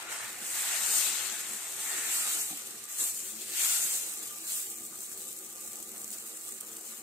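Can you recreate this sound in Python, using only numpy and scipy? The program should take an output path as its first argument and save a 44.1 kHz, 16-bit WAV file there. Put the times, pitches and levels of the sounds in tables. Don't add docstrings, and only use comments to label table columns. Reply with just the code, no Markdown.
import sys
import numpy as np
from scipy import signal
from scipy.fft import rfft, irfft, next_fast_len
from scipy.io import wavfile
from scipy.ndimage import uniform_filter1d, map_coordinates

SR = 44100
rng = np.random.default_rng(int(sys.argv[2]) if len(sys.argv) > 2 else 0)


def ratio(d):
    e = np.asarray(d, float) / 20
    return 10 ** e


def pcm_store(signal):
    levels = np.round(np.clip(np.atleast_2d(signal), -1, 1) * 32767)
    wavfile.write(sys.argv[1], SR, levels.astype(np.int16).T)


N = 309582
TIME_S = np.arange(N) / SR


def unit(x):
    return x / np.sqrt(np.mean(x ** 2) + 1e-20)


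def along(points, hz):
    point_hz, value = np.transpose(points)
    return np.interp(np.log(hz + 1), np.log(point_hz + 1), value)


def curves(rows):
    start_s, *columns = np.transpose(rows)
    return [np.interp(TIME_S, start_s, column) for column in columns]


def wobble(knots_hz):
    knots = rng.standard_normal(int(N * knots_hz / SR) + 4)
    return map_coordinates(knots, [np.arange(N) * knots_hz / SR])


def filtered(x, response):
    size = next_fast_len(N + 8192)
    spectrum = rfft(x, size) * response(np.fft.rfftfreq(size, 1 / SR))
    return irfft(spectrum, size)[..., :N]


def patchy(depth_db):
    z = signal.stft(rng.standard_normal((2, N)), nperseg=512)[2]
    field = uniform_filter1d(rng.standard_normal(z.shape[1:]), size=8, axis=0)
    field = uniform_filter1d(field, size=8, axis=1)
    return signal.istft(z * ratio(depth_db * unit(field)), nperseg=512)[1][:, :N]


# [pitch_hz, correlation]
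ALIKE = [(40, .05), (90, 0.49), (130, 0.63), (220, 0.92), (400, 0.88), (800, 0.43), (1500, 0.29),
         (2500, 0.35), (6300, 0.028), (7200, 0.39), (8000, 0.93), (9300, 0.72), (10500, 0.83),
         (12500, 0.28), (15500, 0.62)]


def stereo(pair, gain):
    def mid_side(hz):
        turn = np.arccos(np.clip(along(ALIKE, hz), -1, 1)) / 2
        return gain(hz) * [np.cos(turn), np.sin(turn)]
    mid, side = filtered(pair, mid_side)
    return unit(np.array([mid + side, mid - side]))


# [start_s, left_late_samples, pan_db (left-right)]
SPOT = [(0, 5.5, 0.5), (.5, -3, -4.5), (.95, -1, 2), (1.8, -0.5, -1), (2.2, 5, -2.5), (2.5, 7.5, -5.5),
        (3.2, 1, -0.5), (4.5, 9, -4.5), (5.5, 8, -2.5), (6.2, 7, -6.5), (7.02, 11, -3)]


def late(pair):
    half, n = curves(SPOT)[0] / 2, np.arange(N)
    left = map_coordinates(pair[0], [n - half])
    right = map_coordinates(pair[1], [n + half])
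    return np.array([left, right])


# [pitch_hz, width_hz, level_db]
HOLLOW = [(219.6, 25, -4.5), (326, 14.5, -0.5), (383, 19.3, -1.5), (453.7, 13.5, -2.5), (526, 40, -8.5),
          (556, 32, -14), (727, 63, -11.5), (826, 57, -12.5), (1191, 38, -4), (1240, 31, -9)]
# [pitch_hz, level_db (per Hz)]
KITCHEN = [(88, -34), (150, -1), (216, -4), (270, -2), (319, -3.5), (975, -9), (1200, -10), (1340, -9.5),
           (2500, -13), (3250, -35), (5500, -120)]
DEEP = [(15, -60), (25, -30), (50, -16), (80, -8.5), (100, 0), (125, -0.5), (160, -10), (220, -54)]


def burner():
    def ring(hz):
        return np.sqrt(sum(ratio(2 * level_db) / (1 + (2 * (hz - pitch_hz) / width_hz) ** 2) ** 2
                           for pitch_hz, width_hz, level_db in HOLLOW))
    hollow = ratio(-58 + 0.92 * wobble(2.91)) * stereo(patchy(3.1), ring)
    room = ratio(-59 + 0.92 * wobble(2.2)) * stereo(patchy(3.9), lambda hz: ratio(along(KITCHEN, hz)))
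    deep_db = -71.5 - 0.68 * TIME_S + 2.5 * wobble(21)
    deep = ratio(deep_db) * stereo(patchy(1.1), lambda hz: ratio(along(DEEP, hz)))
    above_rumble = filtered(hollow + room, lambda hz: 1 / (1 + (165 / (hz + 1)) ** 8))
    return above_rumble + deep


# [start_s, contact_s, level_db (fizz at lift), swell_db (in contact), abruptness (of edges)]
STROKES = [(.11, 0.026, -43.5, 0, 7), (.17, 0.057, -43, 1, 0.75), (.46, 0.15, -36.5, 2.5, 1.06),
           (.55, 0.033, -37, 1, 3.7), (.6, 0.37, -28.5, 8, 1.03), (1.02, 0.066, -33, -1.5, 1.1),
           (1.16, 1, -46.5, -9.5, 0.79), (1.79, 0.19, -36, 3, 1.15), (2.1, 0.095, -32, 3, 0.6),
           (2.28, 0.087, -33, 0.5, 0.78), (2.67, 0.024, -63, 1, 1.5), (2.89, 0.12, -36.5, 6.5, 10),
           (3.0, 0.096, -33.5, -2.5, 4.3), (3.11, 0.15, -39.5, 1.5, 1.4), (3.42, 0.054, -47, -4, 0.6),
           (3.6, 0.055, -30, 0.5, 1.53), (3.72, 0.23, -33, -2.5, 0.81), (4.06, 0.24, -44.5, 5, 1.2),
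           (4.5, 0.065, -34.5, 3, 1.02), (4.72, 0.089, -47.5, 6, 2.5), (4.99, 0.22, -45.5, 0.5, 2.7),
           (5.31, 0.028, -50.5, -5.5, 1.6), (5.44, .05, -56, -4, 1.6), (5.62, 0.059, -47.5, 0, 4.4),
           (5.72, 0.035, -49, 2, 3), (5.81, .02, -48.5, 2, 3), (5.92, 0.14, -48.5, 1.5, 1.5),
           (6.1, 0.039, -42.5, 12, 3), (6.28, .1, -51.5, -4, 1.8), (6.48, 0.043, -49.5, -2, 1.9),
           (6.68, 0.036, -53, -2, 2), (6.87, 0.059, -48.5, 0, 2)]


def flash_db():
    rise_db_per_s, fall_db_per_s = 96, 71
    t = np.arange(0, N + 64, 64) / SR
    power = ratio(2 * (-46.5 - 0.22 * t))
    for start_s, contact_s, level_db, swell_db, abruptness in STROKES:
        held_db = level_db - swell_db * np.clip(1 - (t - start_s) / contact_s, 0, 1)
        before_s = np.clip(start_s - t, 0, 9)
        after_s = np.clip(t - start_s - contact_s, 0, 9)
        edge_db = rise_db_per_s * before_s + fall_db_per_s * after_s
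        power = power + ratio(2 * (held_db - abruptness * edge_db))
    return np.interp(TIME_S, t, 10 * np.log10(power))


def bursts(rate_hz, spread_db, life_s):
    chance = rate_hz / SR * ratio(2.4 * wobble(25))
    sizes = (rng.random(N) < chance) * ratio(2 * spread_db * rng.exponential(size=N).clip(0, 4))
    power = signal.lfilter([1], [1, -np.exp(-1 / (life_s * SR))], sizes)
    return power / power.mean()


# [start_s, wet_db (boil over fizz), thickness (0-1), trapped_db (steam under the hand)]
BATTER = [(0, 1.5, 0.44, 1.5), (.3, -2, 0.27, 0.5), (.52, -10.5, 0.27, -1.5), (.72, -4.5, 0.23, 1),
          (.96, -15.5, 0.44, 1.5), (1.2, -7, 0.18, 3.5), (1.79, -10.5, 0.36, -0.5), (1.98, -6, 0.17, 0),
          (2.3, -13, 0.28, 1), (2.48, -15.5, 0.28, 2.5), (2.82, -9, 0.2, 1.5), (3.05, -22, 0.36, -1),
          (3.51, -15, 0.04, 4.5), (3.63, -12, 0.19, 1.5), (3.95, -17.5, 0.14, 1.5), (4.4, -14, 0.4, 3),
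          (4.6, -22, 0.16, 2), (7.02, -13, 0.5, 0.5)]
# [pitch_hz, level_db (per Hz)]
BOIL = [(300, -20), (550, -10.5), (700, -3), (900, 1), (1150, -1.5), (1400, -2), (2000, -17), (3500, -60)]
SEETHE = [(600, -60), (1150, -19), (1400, 0.5), (1550, -3), (1800, 1), (2300, -1), (2900, -5.5),
          (5000, -54)]
STEAM = [(1200, -62), (2000, -11.5), (2700, -2.5), (4000, 0), (5500, -5), (6500, -3), (9000, -49)]
FIZZ = [(3500, -24), (5200, -12), (6400, -6.5), (7300, 0.5), (8200, 1), (8900, -2), (9700, -6.5),
        (11000, -14.5), (14000, -36)]
SPRAY = [(7000, -60), (9500, -0.5), (10500, 0.5), (11800, 2.5), (12900, 5), (14000, 2.5), (15500, -1),
         (17000, -32)]


def sizzle():
    fizz_db, (wet_db, thickness, trapped_db) = flash_db(), curves(BATTER)
    spot_db = curves(SPOT)[1]
    thickness = np.clip(thickness, .01, .99)
    boil_db = fizz_db + wet_db + 10 * np.log10(thickness)
    seethe_db = fizz_db + wet_db + 10 * np.log10(1 - thickness)
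    steam_db = fizz_db - 4.5 + 0.35 * wet_db + trapped_db
    spray_db = fizz_db - 8 - 0.11 * wet_db + 0.3 * np.minimum(TIME_S, 4.5)
    spray_db = spray_db - 0.3 * spot_db

    bubble_share = np.clip(.45 - 0.017 * (fizz_db + 54), .05, .9)
    bubbles = bursts(rate_hz=700, spread_db=3.3, life_s=.0005)
    flutter = 0.49 * wobble(24) + 0.47 * wobble(35) + 3 * bubble_share * wobble(45)
    layers = []
    for level_db, colour, grainy, flutter_db, patch_db in [
            (boil_db, BOIL, .2, .4, 1.6),
            (seethe_db, SEETHE, .3, .4, 1.6),
            (steam_db, STEAM, .55, .7, 1.4),
            (fizz_db, FIZZ, .95, .9, 1.1),
            (spray_db, SPRAY, .98, .95, 1.3)]:
        grain = np.sqrt(1 + np.clip(grainy * bubble_share, 0, 1) * (bubbles - 1))
        layer = stereo(grain * patchy(patch_db), lambda hz: ratio(along(colour, hz)) * (hz > 300))
        layers.append(ratio(level_db + flutter_db * flutter + 0.32 * wobble(14)) * layer)
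    total = late(sum(layers[:3])) + sum(layers[3:])
    pan_db = spot_db + 1.3 * wobble(10)
    return total * ratio(0.28 * np.array([pan_db, -pan_db]))


# [centre_s, length_s, first_hz, last_hz, level_db]
POCKETS = [(.1, .3, 1350, 1500, -53), (.27, 0.17, 1500, 1397, -56), (.25, 0.22, 1800, 1770, -53),
           (.66, .16, 1850, 1950, -50), (.76, .16, 2000, 1720, -48), (.84, .08, 1750, 1700, -53),
           (1.03, .2, 2900, 2510, -47), (1.35, 0.11, 1700, 1590, -53), (1.97, .3, 1850, 1750, -47),
           (2.13, .14, 2150, 1750, -53), (2.25, 0.25, 1350, 1253, -52), (2.9, .08, 2000, 1895, -57),
           (3.01, 0.088, 1700, 1645, -56), (3.43, .05, 2100, 1890, -62), (3.63, 0.11, 2400, 2190, -43.5),
           (3.72, 0.25, 1450, 1397, -51), (4.47, 0.11, 1700, 1590, -58)]


def pockets():
    width_hz, side_gain = 220, 0.58
    lead = SR // 2
    out = np.zeros((2, N + SR))
    fuzz = np.array([wobble(width_hz) + 1j * wobble(width_hz) for _ in range(2)])
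    for k, (centre_s, length_s, first_hz, last_hz, level_db) in enumerate(POCKETS):
        u = np.arange(round(length_s * SR)) / (length_s * SR)
        turns = np.cumsum(first_hz + (last_hz - first_hz) * u) / SR
        piece = fuzz[:, k * (SR // 3):][:, :len(u)]
        band = (piece * np.exp(2j * np.pi * turns)).real
        mid, side = band * np.sin(np.pi * u) * ratio(level_db)
        start = round((centre_s + .5 - length_s / 2) * SR)
        out[:, start:start + len(u)] += [mid + side_gain * side, mid - side_gain * side]
    return late(out[:, lead:][:, :N])


# [start_s, peak_db, pan_db (left-right)]
POPS = [(1.5321, -26, 4), (1.7656, -24, 0), (2.6699, -25, 3), (2.7068, -31, 1), (2.8387, -27, -3),
        (2.8529, -29, 3), (4.1762, -26, 3), (4.2278, -26, 2), (4.2776, -28, -1), (4.3077, -27, 4),
        (4.9882, -29, -2), (5.0046, -25, -3), (5.0173, -28, 2), (5.1275, -26, 1), (5.2221, -29, 0),
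        (5.286, -27, -1), (5.366, -30, 0), (5.3875, -26, -2), (5.4622, -30, 1), (5.4999, -31, 2),
        (5.526, -28, 0), (5.5793, -31, -1), (5.6107, -28, 3), (5.7307, -26, 1), (5.7558, -25, -3),
        (5.7682, -29, -2), (5.8012, -28, 1), (5.8257, -24, 2), (5.916, -27, -1), (5.9702, -28, 1),
        (5.9785, -27, -1), (6.0156, -28, -2), (6.0433, -24, 0), (6.0769, -26, -3), (6.183, -26, 0),
        (6.2235, -31, -7), (6.3681, -31, -1), (6.4897, -26, 0), (6.6083, -22, -10), (6.6471, -31, 1),
        (6.7671, -25, -3), (6.809, -28, 0),
        (1.707, -26, 3), (4.0944, -25, 0), (4.3585, -30, 0), (4.7004, -26, 1), (4.9532, -30, 0),
         (5.1193, -28, 1), (5.6047, -29, 2), (5.7179, -28, 0), (6.1035, -26, -2), (6.1134, -25, -2),
         (6.1274, -25, -2), (6.5086, -28, 0), (6.5214, -27, 0), (6.6054, -26, 1), (6.8625, -29, 0),
         (6.8758, -30, 0), (6.945, -30, 0)]


def crackle():
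    from_s, base_db, spread_db = 4.8, -37.5, 2.4
    luck = rng.random((90, 3))
    start_s = from_s + (N / SR - from_s) * luck[:, 0] ** 1.3
    peak_db = base_db - spread_db * np.log(luck[:, 1]).clip(-2)
    pan_db = 8 * luck[:, 2] - 3
    return np.transpose([start_s, peak_db, pan_db])


def pops():
    out, t = np.zeros((2, N + SR)), np.arange(SR // 50) / SR
    every = np.array(sorted(map(tuple, [*POPS, *crackle()])))
    tail = 0.16 * ratio(-60 * t / 0.008) + 0.15 * ratio(-60 * t / 0.04)
    for start_s, peak_db, _ in every:
        spit = rng.standard_normal((2, len(t))) * tail
        spit[:, 0] = [1.25, .2 * rng.choice([-1, 1])]
        out[:, round((start_s + .001) * SR):][:, :len(t)] += ratio(peak_db) * spit

    def colour(hz):
        fizz = ratio(2 * along(FIZZ, hz))
        spray = ratio(2 * along(SPRAY, hz) - 18)
        steam = ratio(2 * along(STEAM, hz) - 32)
        return np.sqrt(fizz + spray + steam)
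    side_db = .3 * curves(every)[1] * np.array([[1], [-1]])
    return ratio(-54 + side_db) * stereo(out[:, :N], colour)


# [start_s, peak_db]
BUMPS = [
    (2.506, -39),
    (2.525, -38),
]
# [pitch_hz, level_db, t60_s]
PAN = [(189, -2.5, 0.12), (289, 0, 0.15), (756, 3, 0.042)]


def bump():
    out, t = np.zeros(N), np.arange(SR // 5) / SR
    for start_s, peak_db in BUMPS:
        ring = 0
        for pitch_hz, level_db, t60_s in PAN:
            decay = ratio(level_db + rng.normal(0, 1.5) - 60 * t / t60_s)
            ring = ring + decay * np.sin(2 * np.pi * pitch_hz * t)
        out[round(start_s * SR):][:len(t)] += ratio(peak_db - 3.5) * ring * (1 - np.exp(-t / 0.0034))
    return out


# [pitch_hz, width_hz, depth_db]
NULLS = [(267, 31, -4), (420, 18, -2), (489, 21, 0), (577, 25, -2.5), (950, 112, -4.5), (1076, 44, 0)]


def scene():
    def null(hz):
        return ratio(sum(depth_db / (1 + (2 * (hz - pitch_hz) / width_hz) ** 2)
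                       for pitch_hz, width_hz, depth_db in NULLS))
    return filtered(sizzle() + pops() + burner() + pockets(), null) + bump()


# [start_s, treble (0-1), upper_middle (0-1.6)]
DROPOUTS = [(0, .9, .5), (.9, .9, .3), (1.6, 1, .5), (1.95, 1, 1.1), (2.4, 1, 1.1), (2.55, .9, .3),
            (2.85, .9, .2), (2.92, .8, 1.6), (3.3, .5, 1.5), (3.5, .4, .3), (3.9, .6, .7), (4.5, .3, 1.3),
            (5, .15, 1), (7.02, .08, .75)]


def gaps(x, chance, frequency_of_gaps, size, width_hz, span, side_more):
    overlap = size * 3 // 4
    hz, t, z = signal.stft([x[0] + x[1], x[0] - x[1]], SR, nperseg=size, noverlap=overlap)
    band = (hz // width_hz).astype(int)
    frame = (np.arange(len(t)) + rng.integers(span, size=(band.max() + 1, 1))) // span
    luck = np.take_along_axis(rng.random(frame.shape), frame, axis=1)[band]
    odds = along(chance, hz)[:, None] * np.interp(t, np.transpose(DROPOUTS)[0], frequency_of_gaps)
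    kept = z * [luck > odds, luck > side_more * odds]
    mid, side = signal.istft(kept, SR, nperseg=size, noverlap=overlap)[1][:, :N] / 2
    return np.array([mid + side, mid - side])


# [pitch_hz, chance]
GAPS = [(8500, 0), (9300, .05), (10000, .2), (10800, .12), (11500, .22), (12800, .03), (14200, .22),
        (14900, .2), (15200, .5), (15600, 1.1)]
LACE = [(1500, 0), (2300, .02), (2800, .05), (3100, .34), (3600, .3), (4200, .26), (5100, .26), (5800, 0)]


def drop_bands(x):
    _, treble, middle = np.transpose(DROPOUTS)
    x = gaps(x, GAPS, treble, size=512, width_hz=690, span=12, side_more=2.2)
    return gaps(x, LACE, middle, size=1024, width_hz=129, span=6, side_more=.5)


# [centre_s, length_s, depth (0-1)]
SHUTS = [(.54, .1, .4), (.64, .1, 1), (.82, .04, 1), (.92, .04, .6), (1.04, .04, 1), (1.13, .05, 1),
         (1.35, .06, .8), (1.86, .06, .4), (2.34, .05, 1), (2.85, .04, .6), (3.7, .2, .93), (4.18, .04, .5),
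         (5.76, .07, .85), (6.41, .07, .6), (6.82, .08, .9)]


def wind_filter(x):
    closed = sum(depth * np.clip((length_s / 2 - abs(TIME_S - centre_s)) / .012 + .5, 0, 1)
                 for centre_s, length_s, depth in SHUTS)
    return x - closed * filtered(x, lambda hz: hz < 170)


def band_limit(x):
    return signal.sosfilt(signal.butter(12, 15750, fs=SR, output="sos"), x)


# [pitch_hz, pan_db (left-right)]
PORTS = [(300, 0), (4000, 2.5), (5600, 2.5), (6700, 10), (7400, 6), (7900, -0.5), (8600, -3.5),
         (9300, -0.5), (10500, 3.5), (11700, 4), (12800, 9.5), (13600, 7), (14500, 6), (16000, -22)]


def record(dry):
    half = np.array([[.5], [-.5]])
    ported = filtered(dry, lambda hz: ratio(half * along(PORTS, hz)) * (hz < 15750))
    return band_limit(wind_filter(drop_bands(ported)))


dry = scene()
out = record(dry)
pcm_store(out)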